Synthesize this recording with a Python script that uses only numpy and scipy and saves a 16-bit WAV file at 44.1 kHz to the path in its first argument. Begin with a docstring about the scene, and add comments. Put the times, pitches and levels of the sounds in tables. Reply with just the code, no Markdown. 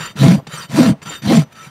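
"""A steel rasp skates and squeaks over a horse's hoof, then bites in the first of three hard pushes.
A farrier is filing outdoors, close to the microphone, with faint air and a short yard echo behind.
On each push the tooth rows catch and judder the hoof under a gritty scrape of tearing horn.
On the light return strokes the rasp hisses and its steel rings; it lands with a crunch and a thud.
This close, the loudest judder clips."""
import sys
import numpy as np
from scipy import signal
from scipy.fft import rfft, irfft, next_fast_len
from scipy.io import wavfile
from scipy.ndimage import uniform_filter1d, map_coordinates

SR = 44100
rng = np.random.default_rng(int(sys.argv[2]) if len(sys.argv) > 2 else 0)


def store_pcm(level_fs):
    """Save levels as 16-bit WAV."""
    pcm = np.round(np.clip(level_fs, -1, 1) * 32767).astype(np.int16)
    wavfile.write(sys.argv[1], SR, np.atleast_2d(pcm).T)


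N = 74970
TIME = np.arange(N) / SR


def amp(db):
    return 10 ** (np.asarray(db) / 20)


def unit(x):
    return x / np.sqrt(np.mean(x ** 2) + 1e-20)


def even(x, size=1100):
    """x held at a running rms of 1."""
    power = uniform_filter1d(uniform_filter1d(x ** 2, size), size // 2)
    return x / np.sqrt(np.abs(power) + 1e-3 * np.mean(x ** 2))


def wobble(rate):
    """A smooth random curve, rate knots a second."""
    return map_coordinates(rng.standard_normal(600), [TIME * rate], mode="wrap")


def envelope(strokes, column, fade_s=0.0081):
    """Gain per sample from one dB column of the strokes; silent between them."""
    gain = np.zeros(N)
    for rows in map(np.array, strokes):
        s = rows[:, 0]
        fade = np.clip(1 + np.minimum(TIME - s[0], s[-1] - TIME) / fade_s, 0, 1)
        gain += amp(np.interp(TIME, s, rows[:, column])) * fade
    return gain


def filtered(x, response):
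    """x shaped by a gain that is a function of Hz."""
    size = next_fast_len(N + SR // 2)
    return irfft(rfft(x, size) * response(np.fft.rfftfreq(size, 1 / SR)), size)[:N]


def coloured(x, points):
    """x shaped by (Hz, dB) points on a log frequency axis."""
    knots_hz, db = np.transpose(points)
    return filtered(x, lambda hz: amp(np.interp(np.log(hz + 1), np.log(knots_hz), db)))


def ring(x, modes):
    """x through damped modes; dB is the relative energy of each."""
    t = np.arange(SR // 3) / SR
    impulse = np.zeros(len(t))
    for k, (hz, db, t60) in enumerate(modes):
        decay = np.exp(-np.log(1000) * t / t60)
        impulse += (-1) ** k * amp(db) / np.sqrt(t60) * decay * np.cos(2 * np.pi * hz * t)
    return signal.fftconvolve(x, impulse / np.linalg.norm(impulse))[:N]


# The open air around the microphone. Each row: frequency in Hz, relative level in dB.
AIR_COLOUR = [(25, -16), (150, 4.5), (300, -6), (1000, -7.5), (3000, -17.5), (8000, -31.5), (15000, -41)]
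def air(level_db=-49):
    """Steady, low outdoor noise, well behind the work."""
    return amp(level_db) * unit(coloured(rng.standard_normal(N), AIR_COLOUR))


# The tone of the yard's echo. Each row: frequency in Hz, gain in dB.
YARD_COLOUR = [(100, -6), (500, -0.5), (1500, 3), (3000, -4), (12000, -25)]
def yard_echo(x, gain_db=-20, t60_s=0.23):
    """Ground and surroundings scatter a short, dull answer back to the microphone."""
    t = np.arange(SR // 2) / SR
    tail = rng.standard_normal(len(t)) * np.exp(-np.log(1000) * t / t60_s)
    echo = signal.fftconvolve(x, tail / np.linalg.norm(tail))[:N]
    return amp(gain_db) * coloured(echo, YARD_COLOUR)


# The rasp's modes. Each row: frequency in Hz, relative level in dB, 60 dB decay time in seconds.
STEEL_MODES = [(960, -7, 0.047), (1358, -1.5, 0.12), (1851, -3.5, 0.047), (3094, 0, 0.065),
               (3664, -0.5, 0.074), (4600, -2.5, 0.088), (4820, -8, 0.047), (5680, -9, 0.031),
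               (5943, -1, 0.14), (7140, 0, 0.047), (8470, -4, .08), (9735, -12.5, 0.035),
               (11830, -14.5, 0.39), (13040, -13, .12), (13580, -16, 0.19)]
def steel(x, flicker_db=3, flicker_rate=35):
    """The rasp rings; each mode swells and fades as the contact passes its nodes."""
    total = np.linalg.norm([amp(db) for _, db, _ in STEEL_MODES])
    ringing = np.zeros(N)
    for hz, db, t60 in STEEL_MODES:
        flicker = unit(amp(flicker_db * wobble(flicker_rate)))
        ringing += amp(db) / total * ring(x * flicker, [(hz, db, t60)])
    return ringing


# Squeaks of the steel. Each row: centre in seconds, pitch in Hz, peak in dB, half length in seconds.
STEEL_SQUEAKS = [(.015, 1344, -33, 0.015), (0.065, 1317, -34, 0.005), (0.02, 7195, -34.5, 0.022),
                 (0.064, 7160, -31.5, .01), (0.357, 4740, -43, 0.035), (0.582, 8480, -35, 0.008),
                 (0.595, 5960, -37, 0.014), (0.621, 4810, -36, 0.015), (0.59, 5560, -36, .008),
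                 (0.633, 4513, -34, 0.0076), (0.688, 3060, -51, 0.038), (1.101, 7190, -26.5, 0.0091),
                 (1.149, 5965, -45, 0.042), (1.185, 12040, -47.5, 0.025), (1.189, 4660, -49.5, 0.019),
                 (1.244, 4520, -36, 0.0099), (1.365, 7210, -27, 0.015), (1.608, 1312, -38.5, 0.049)]
def squeaks(waver_rad=0.21):
    """Friction locks briefly onto one mode of the rasp."""
    tones = np.zeros(N)
    for s, hz, db, half_s in STEEL_SQUEAKS:
        drift = unit(uniform_filter1d(uniform_filter1d(rng.standard_normal(N), size=200), size=200))
        swell = amp(db) * np.exp(-((TIME - s) / half_s) ** 2)
        tones += swell * np.sin(2 * np.pi * hz * TIME + waver_rad * drift)
    return tones


# The edge catches. Each row: centre in seconds, pitch in Hz, level in dB, half length in seconds.
EDGE_CATCHES = [(1.305, 4030, -30, 0.037), (0.216, 3900, -28.5, 0.021)]
def screeches(width_hz=420):
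    """A rough, bright band of friction where the edge catches early in a push."""
    friction = np.zeros(N)
    for s, hz, db, half_s in EDGE_CATCHES:
        band = filtered(rng.standard_normal(N), lambda f: np.exp(-((f - hz) / width_hz) ** 2))
        swell = amp(db) * np.exp(-((TIME - s) / half_s) ** 2)
        friction += swell * unit(band)
    return friction


# Hoof and leg modes. Each row: frequency in Hz, relative level in dB, 60 dB decay time in seconds.
HOOF_MODES = [(120.3, -2, 0.074), (162.8, 0, 0.075), (218.3, -1, 0.045), (311, -8, 0.02)]
def hoof(x, low_hz=105, high_hz=350):
    """Hoof and leg boom when shaken, within their own low register."""
    boom = ring(x, HOOF_MODES)
    return filtered(boom, lambda hz: (1 - 1 / (1 + (hz / low_hz) ** 6)) / (1 + (hz / high_hz) ** 14))


def bursts(pulses, decay_s):
    """Each pulse becomes a short exponential tail."""
    return signal.lfilter([1], [1, -np.exp(-1 / (decay_s * SR))], pulses)


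# The rasp lands on the hoof. Each row: start in seconds, crunch and thud strengths in relative dB.
LANDINGS = [(0.16, -30, -28), (0.216, -18.5, -36), (0.468, -22.5, -26.5), (1.017, -29, -38),
            (1.058, -33, -31), (1.22, -28, -32), (1.524, -44, -45)]
# The tone of the crunch. Each row: frequency in Hz, gain in dB.
CRUNCH_COLOUR = [(200, 9), (900, 7.5), (2500, 6), (4500, 0.5), (8000, -12), (15000, -27)]
def landings(crunch_db=-3, ring_db=-10, thud_db=21, rise_s=0.0018, decay_s=0.0055):
    """Steel meets horn with a short crunch, a ring and a soft thud."""
    blows, thuds = np.zeros(N), np.zeros(N)
    for s, blow_db, low_db in LANDINGS:
        at = round(s * SR)
        blows[at], thuds[at] = amp(blow_db), amp(low_db)
    contact = bursts(bursts(blows, decay_s), rise_s) / (rise_s * SR)
    crunch = contact * rng.standard_normal(N)
    return (amp(crunch_db) * coloured(crunch, CRUNCH_COLOUR)
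            + amp(ring_db) * ring(crunch, STEEL_MODES)
            + amp(thud_db) * hoof(thuds))


def grit(chips_db, scatter_db, chips_per_s=5000):
    """Horn breaks away as fine hiss plus separate chips of uneven size."""
    breaks = (rng.random(N) < chips_per_s / SR) * rng.choice([-1, 1], N)
    sizes = amp(scatter_db * np.clip(rng.standard_normal(N), -2, 2))
    return unit(rng.standard_normal(N) + amp(chips_db) * unit(breaks * sizes))


def moving_contact(x, patchy_db):
    """Peaks and dips wander through the spectrum as the contact moves along the rasp."""
    spectra = signal.stft(x, nperseg=512)[2]
    patches = uniform_filter1d(rng.standard_normal(spectra.shape), size=4, axis=0)
    patches = unit(uniform_filter1d(patches, size=7, axis=1))
    return unit(signal.istft(spectra * amp(patchy_db * patches), nperseg=512)[1][:N])


# Four return strokes, a list each. Each row: time in seconds, scrape and rumble in relative dB.
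RETURN_STROKES = [
    [(0.0, -25.5, -31.5), (0.04, -29.5, -40), (0.06, -30, -54), (0.116, -39, -48.5), (0.135, -66, -59)],
    [(0.49, -44.5, -37.5), (0.518, -33.5, -59), (0.54, -28.5, -33), (0.574, -33.5, -46), (0.6, -32.5, -41),
     (0.628, -32.5, -56), (0.656, -37.5, -41), (0.675, -70, -69)],
    [(1.03, -33.5, -38), (1.048, -47, -68), (1.06, -31.5, -42), (1.078, -32, -35), (1.096, -31.5, -39.5),
     (1.156, -31, -68), (1.194, -46.5, -50), (1.205, -52, -58)],
    [(1.505, -66, -61), (1.529, -41.5, -58), (1.539, -62, -48), (1.555, -45.5, -58.5), (1.611, -41.5, -54),
     (1.649, -40.5, -65), (1.673, -41.5, -38), (1.7, -50, -55)],
]
# The tilt of the rasp lifts or dulls the treble. Each entry: one return's treble gain in dB.
TILT_DB = [-10, 7, -8, 9]
# The tone of the skating rasp. Each row: frequency in Hz, gain in dB.
SKATE_COLOUR = [(200, -3.5), (450, 4.5), (800, -3), (1350, 7.5), (2100, 2), (2800, 2.5), (3350, -3.5),
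                (3800, -3), (5200, -12.5), (6800, -18), (8900, -29.5), (9750, -15), (10400, -25.5),
                (13000, -26), (15500, -55)]
def return_strokes(hiss_db=-2, ring_db=-6, rumble_db=5, treble_hz=7500):
    """Drawn back lightly, the rasp hisses and rings while the hoof barely rumbles."""
    scrape, rumble = envelope(RETURN_STROKES, column=1), envelope(RETURN_STROKES, column=2)
    skating = grit(chips_db=1.5, scatter_db=3.5)
    hiss = moving_contact(coloured(skating, SKATE_COLOUR), patchy_db=3.5)
    treble = filtered(hiss, lambda hz: 1 - 1 / (1 + (hz / treble_hz) ** 4))
    sheen = sum((amp(db) - 1) * envelope([stroke], column=1)
                for stroke, db in zip(RETURN_STROKES, TILT_DB))
    drone = even(hoof(rng.standard_normal(N), low_hz=120, high_hz=207), size=700)
    return (amp(hiss_db) * (scrape * hiss + sheen * treble)
            + amp(ring_db) * steel(scrape * skating)
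            + amp(rumble_db) * rumble * drone)


# The rasp's speed, a list per push. Each row: time in seconds, tooth rows passing per second.
RASP_SPEED = [
    [(.16, 159.3), (.225, 129.2), (.255, 135.4), (.283, 193.1), (.31, 170.7), (.338, 199.9), (.38, 136.7)],
    [(.70, 149.6), (.755, 184.7), (.787, 323.4), (.812, 243.6), (.85, 264.9), (.895, 185.8), (.94, 148.9)],
    [(1.22, 161.1), (1.275, 149.5), (1.305, 290.6), (1.322, 321.2), (1.345, 226.9), (1.365, 222.5),
     (1.385, 172.8), (1.43, 131)],
]
def teeth(jitter_periods=0.1, scatter_db=4.5, slip_periods=0.11, sway_db=3.1):
    """One pulse for each tooth row that catches the hoof, and the hoof's rocking at that rate."""
    s, hz = np.concatenate(RASP_SPEED).T
    rows_passed = np.cumsum(np.interp(TIME, s, hz)) / SR
    count = int(rows_passed[-1])
    lateness, size = rng.standard_normal((500, 2))[:count].T
    catches = np.searchsorted(rows_passed, np.arange(count) + jitter_periods * lateness)
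    pulses = np.bincount(catches, amp(scatter_db * size), N + 1)[:N]
    phase = 2 * np.pi * (rows_passed + slip_periods * wobble(90))
    rocking = np.cos(phase) * amp(sway_db * wobble(70))
    return pulses, rocking


# Horn wall modes. Each row: frequency in Hz, relative level in dB, 60 dB decay time in seconds.
WALL_MODES = [(442, -3, 0.056), (534, -1, 0.06), (663, 1, 0.061), (829, -4, 0.029), (985, -7, .035),
              (1149, -7.5, 0.017)]
# The tone of the cutting scrape. Each row: frequency in Hz, gain in dB.
CUT_COLOUR = [(300, -9), (700, -1.5), (1200, 0), (2300, 0), (2800, -4.5), (3400, -3.5), (3750, -5.5),
              (4600, -3.5), (5300, -10.5), (5800, -5.5), (6400, -11), (8000, -15), (9800, -15),
              (13000, -21), (15500, -33)]
# Three pushes, close up, a list each. Each row: time in seconds, judder, scrape and wall in relative dB.
PUSH_STROKES = [
    [(0.162, -26.5, -42.5, -58), (0.178, -33, -31.5, -35), (0.216, -7.5, -25.5, -31),
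     (0.236, -5, -22, -14.5), (0.286, -4, -25.5, -22.5), (0.318, -6.5, -26, -22.5),
     (0.326, -7.5, -27.5, -30), (0.356, -10, -32, -25.5), (0.374, -22.5, -45.5, -46),
     (0.386, -17.5, -41, -28.5), (0.404, -39, -56, -36.5), (0.408, -42, -68, -41), (0.43, -37, -66, -65)],
    [(0.69, -45, -46, -56), (0.7, -27.5, -39, -45), (0.722, -33.5, -32.5, -34), (0.736, -22, -32.5, -38),
     (0.746, -14.5, -28, -28), (0.772, -19, -23, -25.5), (0.784, -9, -24.5, -16.5),
     (0.802, -2.5, -22.5, -16.5), (0.842, -15, -24, -19.5), (0.896, -6.5, -27, -24.5),
     (0.922, -12, -36, -33), (0.956, -41, -77, -40), (0.99, -58, -73, -78)],
    [(1.224, -33, -39, -52), (1.258, -18, -31.5, -32.5), (1.286, -13, -26.5, -26.5),
     (1.314, -9.5, -23.5, -14.5), (1.368, -9.5, -23, -23), (1.386, -2, -28, -20), (1.398, -8.5, -27, -35),
     (1.426, -20.5, -38, -32.5), (1.44, -29, -40.5, -52), (1.448, -44, -76, -40), (1.48, -73, -66, -70)],
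]
def pushes(judder_db=0.5, wall_db=-1, cut_db=-0.5, ring_db=-12, groan_db=3.5, crumble_db=-6.5):
    """The teeth shake hoof and wall, and tear off horn in bursts."""
    judder, scrape, knock = (envelope(PUSH_STROKES, column) for column in (1, 2, 3))
    pulses, rocking = teeth()
    chatter = 0.45  # depth of the scrape's pulsing at the tooth rate
    bite = even(1 - chatter + chatter * unit(bursts(pulses, decay_s=0.0036)))
    horn = grit(chips_db=-3.5, scatter_db=4)
    tearing = bite * horn
    groan = amp(groan_db) * unit(rocking)  # a clean tone over the rough boom
    crumble = amp(crumble_db) * unit(hoof(tearing))
    boom = even(groan + even(hoof(pulses)) + crumble, size=700)
    wall_force = moving_contact(unit(pulses) + amp(-2) * tearing, patchy_db=2.0)
    wall = even(ring(wall_force, WALL_MODES))
    cut = bite * moving_contact(coloured(horn, CUT_COLOUR), patchy_db=2.5)
    return (amp(judder_db) * judder * boom
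            + amp(wall_db) * knock * wall
            + amp(cut_db) * scrape * cut
            + amp(ring_db) * steel(scrape * tearing))


def scene():
    """One microphone near the hoof: the filing in front, yard and air behind."""
    background = air()
    filing = pushes() + return_strokes() + landings() + squeaks() + screeches()
    return (filing + yard_echo(filing) + background)[None]


def record(dry, low_cut_hz=37.3, top_hz=15700):
    """The microphone sheds deep bass; the recorder flattens the highest peaks and limits the band."""
    heard = filtered(dry[0], lambda hz: 1 - 1 / (1 + (hz / low_cut_hz) ** 2))
    clipped = heard / (1 + np.abs(heard) ** 20) ** (1 / 20)
    return filtered(clipped, lambda hz: hz < top_hz)[None]


dry = scene()
out = record(dry)
store_pcm(out)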